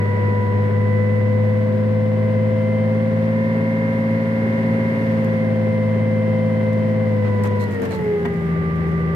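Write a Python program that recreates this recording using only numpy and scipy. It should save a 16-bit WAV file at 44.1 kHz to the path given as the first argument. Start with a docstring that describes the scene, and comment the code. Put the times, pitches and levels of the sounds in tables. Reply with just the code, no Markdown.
"""Harvester cab at night.

A six-cylinder diesel drones and what is likely a hydraulic gear pump whines. Their tones swell and
move between the ears as engine speed carries them across the cab's resonances, over clatter, roar
and hiss. Near the end the engine slows, something dry brushes past in short strokes, and the trim
takes a faint knock, then a louder one."""
import sys
import numpy as np
from scipy import signal
from scipy.fft import rfft, irfft
from scipy.io import wavfile
from scipy.ndimage import map_coordinates

SR = 44100
rng = np.random.default_rng(int(sys.argv[2]) if len(sys.argv) > 2 else 0)


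def to_wav(sig):
    """Store sig (one row per channel, or 1-D mono) as 16-bit WAV at the path in sys.argv[1].

    Samples outside -1..1 are clipped; the rate is SR.
    """
    pcm = np.clip(np.atleast_2d(sig), -1, 1) * 32767
    pcm = np.round(pcm).astype(np.int16)
    wavfile.write(sys.argv[1], SR, pcm.T)  # frames by channels


N = 403515
TIME_S = np.arange(N) / SR
BINS_HZ = np.fft.rfftfreq(N, 1 / SR)
HOP = 200  # samples per control step


def amp(db):
    """dB to gain."""
    return 10 ** (np.asarray(db) / 20)


def unit(x):
    """Scale to rms 1."""
    return x / np.sqrt(np.mean(x ** 2) + 1e-20)


def curves(rows):
    """Table columns interpolated over time."""
    times_s, *columns = np.transpose(rows)
    return [np.interp(TIME_S, times_s, column) for column in columns]


def spectrum(points):
    """Table interpolated over log frequency, per bin."""
    hz, value = np.transpose(points)
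    return np.interp(np.log(BINS_HZ + 1), np.log(hz + 1), value)


def noise():
    """Independent white noise per ear."""
    return rng.standard_normal((2, N))


def drift(rate_hz):
    """Smooth random wander, rms 1."""
    knots = rng.standard_normal(400)
    coarse_s = TIME_S[::HOP]
    wander = map_coordinates(knots, [coarse_s * rate_hz], mode="wrap")
    return np.interp(TIME_S, coarse_s, unit(wander))


def resonance(hz, centre_hz, width_hz):
    """Bell curve, peak 1; full width at half height."""
    return 1 / (1 + (2 * (hz - centre_hz) / width_hz) ** 2)


# Likeness of the two ears: f/Hz, correlation
EAR_CORRELATION = [(60, 0.99), (120, 0.8), (240, 0.67), (400, 0.6), (900, 0.3), (1300, -0.32),
                   (1900, -0.19), (2700, -0.025), (15000, 0.009)]


def diffuse(pair, shape_db):
    """Filter and blend two independent signals: alike in the bass, diffuse above; rms 1."""
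    left, other = rfft(pair) * amp(shape_db)
    alike = np.clip(spectrum(EAR_CORRELATION), -1, 1)
    right = alike * left + np.sqrt(1 - alike ** 2) * other
    return unit(irfft(np.array([left, right]), N))


def partial(turns, level_db, waver_db, lead_rad=0):
    """Tone wavering in level and phase; the left ear leads by lead_rad."""
    phase = 2 * np.pi * (turns + rng.random()) + np.log(amp(waver_db)) * drift(9)
    gain = np.sqrt(2) * amp(level_db + waver_db * drift(7))
    return gain * np.array([np.cos(phase + lead_rad / 2), np.cos(phase - lead_rad / 2)])


def cab_partial(turns, modes, drive_db, direct_db, waver_db):
    """Tone that swells and shifts sideways as its pitch crosses each cab mode."""
    pitch_hz = np.gradient(turns)[::HOP] * SR
    side = np.array([[0.5], [-0.5]])
    response = amp(direct_db)
    for hz, width_hz, peak_db, pan_db, lead_rad in modes:
        peak = amp(drive_db + peak_db + side * pan_db) * np.exp(1j * side * lead_rad)
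        response = response + peak * resonance(pitch_hz, hz, width_hz)
    phase = 2 * np.pi * (turns + rng.random()) + np.log(amp(waver_db)) * drift(12)
    tone = np.sqrt(2) * amp(waver_db * drift(7)) * np.exp(1j * phase)
    return np.array([(np.interp(TIME_S, TIME_S[::HOP], ear) * tone).real for ear in response])


# Crank speed: t/s, speed/rpm
CRANK_SPEED = [(0.0, 2047), (0.52, 2062), (0.99, 2098), (1.78, 2136), (2.64, 2159), (3.52, 2209),
               (3.96, 2219), (4.99, 2223), (5.42, 2181), (5.75, 2168), (7.06, 2160), (7.3, 2086),
               (7.6, 2067), (8.07, 1766), (8.22, 1705), (8.53, 1649), (8.79, 1643), (9.15, 1641)]
WORKING_RPM = 2170


def crank_rpm():
    """Engine speed per sample."""
    return curves(CRANK_SPEED)[0]


def effort_db(db_per_100_rpm):
    """Level offset that falls as the engine slows; zero at working speed."""
    return db_per_100_rpm * (crank_rpm() - WORKING_RPM) / 100


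# Cab air modes: f/Hz, width/Hz, peak/dB, left-right/dB, left lead/rad
CAB_AIR_MODES = [(81.1, 5.1, -29.2, 4, 0.13), (105.15, 10.4, -19.5, 0.3, 0.23), (141, 20, -40, 3.5, -1.6),
                 (164.9, 8, -27.5, 2.5, -0.1), (181.5, 3.2, -37.1, -10.5, -1.3),
                 (216.3, 25.5, -30.5, -4, -1.14), (224.2, 11.4, -33, 5.5, 1.2),
                 (254, 16.8, -21.5, -1.5, -1.1)]
# Strong engine orders: order per cycle, mode drive/dB, direct/dB, waver/dB, trend/(dB/s)
FIRING_ORDERS = [(6, 1.5, -59.5, 0.6, -0.34), (9, -1, -65, 0.86, 0.09), (12, 3.5, -44, .5, 0.13),
                 (16, -10, -52, 0.3, 0)]
# Cylinder imbalance: order per cycle, level/dB
UNEVEN_ORDERS = [(7, -42.5), (8, -45.5), (10, -43), (11, -43.5), (13, -35), (14, -47), (20, -52), (24, -46),
                 (28, -54.5), (30, -46.5), (35, -52), (36, -47)]


def engine(cycles):
    """Six firings a cycle boom in the cab; unequal cylinders fill in the orders between."""
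    out = np.zeros((2, N))
    for order, drive_db, direct_db, waver_db, trend_db_per_s in FIRING_ORDERS:
        boom = cab_partial(round(order) * cycles, CAB_AIR_MODES, drive_db, direct_db, waver_db)
        out += amp(trend_db_per_s * TIME_S) * boom
    for order, level_db in UNEVEN_ORDERS:
        out += partial(round(order) * cycles, level_db, waver_db=0.45)
    return out


# Clatter spectrum: f/Hz, relative level/dB
CLATTER_SPECTRUM = [(150, -26), (300, -5.5), (400, -1.5), (600, 1), (760, -8.5), (1100, -5), (1270, -14.5),
                    (1450, -12.5), (1900, -7.5), (2400, -19), (4500, -30), (7000, -44)]


def clatter(cycles, level_db=-37, size=4096):
    """Valve gear and injectors repeat one rattle every cycle, different at each ear."""
    patterns = irfft(np.exp(2j * np.pi * rng.random((2, size // 8))), size)
    position = cycles % 1 * size
    rattle = np.array([np.interp(position, np.arange(size), pattern) for pattern in patterns])
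    return amp(level_db + effort_db(2)) * diffuse(rattle, spectrum(CLATTER_SPECTRUM))


# Engine and pump overtones on cab panels: order per engine cycle, panel f/Hz, width/Hz, peak/dB
PANEL_ORDERS = [(36, 648, 14, -42), (52.635, 974, 16, -42.5), (55, 996, 40, -44), (98, 1812, 34, -49),
                (172.26, 3108, 40, -62)]


def panels(cycles):
    """Each overtone sings only while it lies on its panel's resonance."""
    cycle_hz = np.gradient(cycles) * SR
    out = np.zeros((2, N))
    for order, hz, width_hz, peak_db in PANEL_ORDERS:
        level_db = peak_db + 10 * np.log10(resonance(order * cycle_hz, hz, width_hz))
        out += partial(order * cycles, level_db, waver_db=1.5, lead_rad=hz / 2000 * drift(1))
    return out


# Machinery roar through the cab walls: f/Hz, relative level/dB
ROAR_SPECTRUM = [(25, -24), (66, -15), (98, 5), (125, 2), (185, 0.5), (310, -5.5), (400, 0), (560, -6.5),
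                 (740, -16.5), (1350, -17.5), (1650, -18.5), (2020, -10), (2450, -25), (4000, -40)]
# Narrow cab resonances in the roar: f/Hz, width/Hz, lift/dB
ROAR_MODES = [(767, 40, 5), (1090, 49, 3), (1633, 43, 7.5)]
# Thin hiss: f/Hz, relative level/dB
HISS_SPECTRUM = [(1500, -18), (2700, 2.5), (3700, -7.5), (5000, -9), (6200, -16), (7900, -19), (9000, -15),
                 (10300, -19), (13500, -21.5), (15000, -17.5), (15700, -24)]
# Level offsets with load: t/s, roar/dB, hiss/dB
LOAD_OFFSETS = [(0, 1, 3), (1, -2, 2), (2, -5, 1.5), (4, -1, 3.5), (5.1, 2, 6), (5.6, -1.5, 3),
                (7.1, -3.5, 2), (7.7, .5, 5), (8.6, 0, 2), (9.15, 1.5, 2.5)]


def roar(cycles, roar_db=-30, hiss_db=-56, throb_depth=0.085, chop_depth=0.21, cylinders=6):
    """Fan and combustion noise, throbbing once a cycle and chopped by each firing."""
    throb = 1 + throb_depth * np.cos(2 * np.pi * cycles)
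    chop = 1 + chop_depth * np.cos(2 * np.pi * cylinders * cycles)
    pulse = throb * chop
    lift_db = sum(db * resonance(BINS_HZ, hz, width_hz) for hz, width_hz, db in ROAR_MODES)
    wall_db = -np.maximum(BINS_HZ - 4000, 0) / 100
    body = diffuse(pulse * noise(), spectrum(ROAR_SPECTRUM) + lift_db + wall_db)
    hiss = diffuse(pulse ** 0.25 * noise(), spectrum(HISS_SPECTRUM))
    roar_load_db, hiss_load_db = curves(LOAD_OFFSETS)
    body *= amp(roar_db + roar_load_db + 0.81 * drift(9.5))
    hiss *= amp(hiss_db + hiss_load_db + 0.46 * drift(18))
    return body + hiss


def turbo(level_db=-77, working_hz=9000, width_hz=520):
    """Faint fuzzy whistle, likely the turbocharger; pitch and level follow engine speed."""
    pitch_hz = working_hz * (crank_rpm() / WORKING_RPM) ** 1.3
    fuzz = diffuse(noise(), 20 * np.log10(resonance(BINS_HZ, 0, width_hz)))
    whistle = fuzz * np.cos(2 * np.pi * np.cumsum(pitch_hz) / SR)
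    return amp(level_db + effort_db(3.5)) * unit(whistle)


# Standing waves between cab windows: f/Hz, width/Hz, peak/dB, left-right/dB, left lead/rad
WINDOW_MODES = [(417.2, 22.3, -20, 0, -0.5), (461, 25, -27, 8.5, -1), (508.7, 58, -33, 23.1, -5),
                (525, 44.9, -36.5, -19, 4.3), (819, 51.8, -46.5, 13.5, -1.5), (871, 32, -37.5, -7, -1),
                (987, 34.4, -33.5, 0, -0.9), (1055, 36, -51.5, 10.5, -3.5), (1181, 17, -39.5, -11.5, -2),
                (1470, 58.0, -50, 7.5, -3), (1615, 80.0, -41, -5, -4), (1883, 36, -37, -3, -2),
                (1958, 60.5, -36, -9.5, 3), (2006.0, 57.1, -43, -23.5, -5), (2071, 55, -41, -3, 0.15),
                (2126, 78, -36, -2, -4.4)]
# Tooth-rate whine: harmonic, mode drive/dB, direct/dB, waver/dB
WHINE_HARMONICS = [(1, 0.3, -51.5, 0.45), (2, 0.2, -60.5, 0.86), (3, -0.8, -52, 1.5), (4, 0, -51, 1.4),
                   (5, -6, -68.5, 2)]
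# Unequal pump teeth: order per pump turn, level/dB
TOOTH_ORDERS = [(8, -51.5), (9, -46.5), (11, -60), (13, -52.5), (18, -52), (26, -59.5), (27, -64.5),
                (32, -58), (35, -63), (45, -53.5), (47, -53.5), (49, -56.5), (54, -66.5)]


def pump(cycles, turns_per_cycle=2.3925, teeth=12):
    """Meshing teeth whine; standing waves in the cab shift the sound between the ears."""
    turns = turns_per_cycle * cycles
    out = np.zeros((2, N))
    for harmonic, drive_db, direct_db, waver_db in WHINE_HARMONICS:
        out += cab_partial(round(harmonic) * teeth * turns, WINDOW_MODES, drive_db, direct_db, waver_db)
    ease_db = effort_db(1.5)
    for order, level_db in TOOTH_ORDERS:
        lead_rad = order / 24 * drift(0.6)
        out += partial(round(order) * turns, level_db + ease_db, waver_db=2, lead_rad=lead_rad)
    return out


def hum(cycles, order=14.76, level_db=-42, slip_turns=0.7):
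    """Soft tone, perhaps a slipping belt drive, that comes up at the highest speeds."""
    turns = order * cycles + slip_turns * drift(2)
    return partial(turns, level_db + effort_db(12.5), waver_db=2)


# Dry strokes and ticks: t/s, length/s, rasp/dB, thud/dB, squeak/dB
BRUSH_STROKES = [(5.243, .007, -53, -52, -78), (6.731, .006, -54.5, -63, -80),
                 (7.244, 0.039, -72, -35, -84), (7.436, 0.0024, -40, -54, -80),
                 (7.439, 0.031, -47.5, -30.5, -80), (7.594, 0.044, -48.5, -50, -49),
                 (7.707, .04, -56, -47, -68), (7.8, 0.0016, -47, -60, -83), (7.816, 0.043, -49.5, -31, -68),
                 (7.883, 0.086, -58, -45, -63), (7.907, 0.04, -55, -36.5, -49.5),
                 (7.972, .45, -66, -62.5, -80), (8.249, 0.011, -52, -28.5, -67),
                 (8.75, 0.018, -62.5, -58, -83), (8.87, 0.049, -65, -59, -76)]
# Rasp spectrum: f/Hz, relative level/dB
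RASP_SPECTRUM = [(800, -9.5), (2200, -0.5), (4200, -4.5), (5500, 1), (8000, 1), (9800, -4), (12000, 0.5),
                 (15700, -16)]


def brushes(squeak_hz=4150, squeak_width_hz=640, slip_samples=28):
    """Each stroke is a rush of tiny slips over a dull thud; some also squeak."""
    rasp_gain, thud_gain, squeak_gain = np.zeros((3, N))
    for start_s, length_s, rasp_db, thud_db, squeak_db in BRUSH_STROKES:
        progress = (TIME_S - start_s) / length_s
        attack = np.clip(progress / 0.081, 0, 1)
        envelope = attack * np.exp(-np.maximum(progress - 1.06, 0) / 0.3)
        rasp_gain += amp(rasp_db) * envelope
        thud_gain += amp(thud_db) * envelope
        squeak_gain += amp(squeak_db) * envelope
    slip_db = 4.5 * np.minimum(rng.exponential(1, N), 4)
    slips = amp(np.repeat(slip_db, slip_samples)[:N])
    rasp = diffuse(slips * noise(), spectrum(RASP_SPECTRUM))
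    dull_db = spectrum([(100, -22), (350, 2.5), (800, -1.5), (2000, -9.5), (4000, -25), (12000, -51)])
    thud = diffuse(noise(), dull_db)
    squeak = diffuse(noise(), 20 * np.log10(resonance(BINS_HZ, squeak_hz, squeak_width_hz)))
    return rasp_gain * rasp + thud_gain * thud + squeak_gain * squeak


# Blows on the cab: t/s, level/dB
CAB_BLOWS = [(7.925, -33), (8.253, -21)]
# Trim modes: f/Hz, relative level/dB, t60/s
TRIM_MODES = [(237, 2.5, 0.14), (567, -8, 0.08), (700, -4, 0.074), (970, -7.5, 0.1), (1057, -8, 0.078),
              (1570, -6, 0.031), (1920, -8, 0.18), (2256, -11.5, 0.06), (2890, -14, .05), (3510, -18, .04),
              (4680, -24, .04)]


def knocks(attack_s=0.0013):
    """Short blows ring the cab trim."""
    out = np.zeros((2, N))
    age_s = np.arange(SR // 4) / SR
    attack = 1 - np.exp(-age_s / attack_s)
    for start_s, level_db in CAB_BLOWS:
        start = round(start_s * SR)
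        for hz, mode_db, t60_s in TRIM_MODES:
            ring = np.sin(2 * np.pi * hz * age_s + rng.uniform(-1.5, 1, (2, 1)))
            envelope = attack * amp(level_db + mode_db - 60 * age_s / t60_s)
            out[:, start:start + len(age_s)] += envelope * ring
    return out


def scene():
    """One crank speed drives all the machinery; a four-stroke cycle takes two turns."""
    cycles = np.cumsum(crank_rpm()) / (2 * 60 * SR)
    machinery = engine(cycles) + clatter(cycles) + panels(cycles) + roar(cycles) + turbo()
    return machinery + pump(cycles) + hum(cycles) + brushes() + knocks()


def record(dry):
    """Steep low-pass at 15.75 kHz."""
    lowpass = signal.firwin(511, 15750, window=("kaiser", 9), fs=SR)
    return signal.oaconvolve(dry, lowpass[None], "same")


dry = scene()
out = record(dry)
to_wav(out)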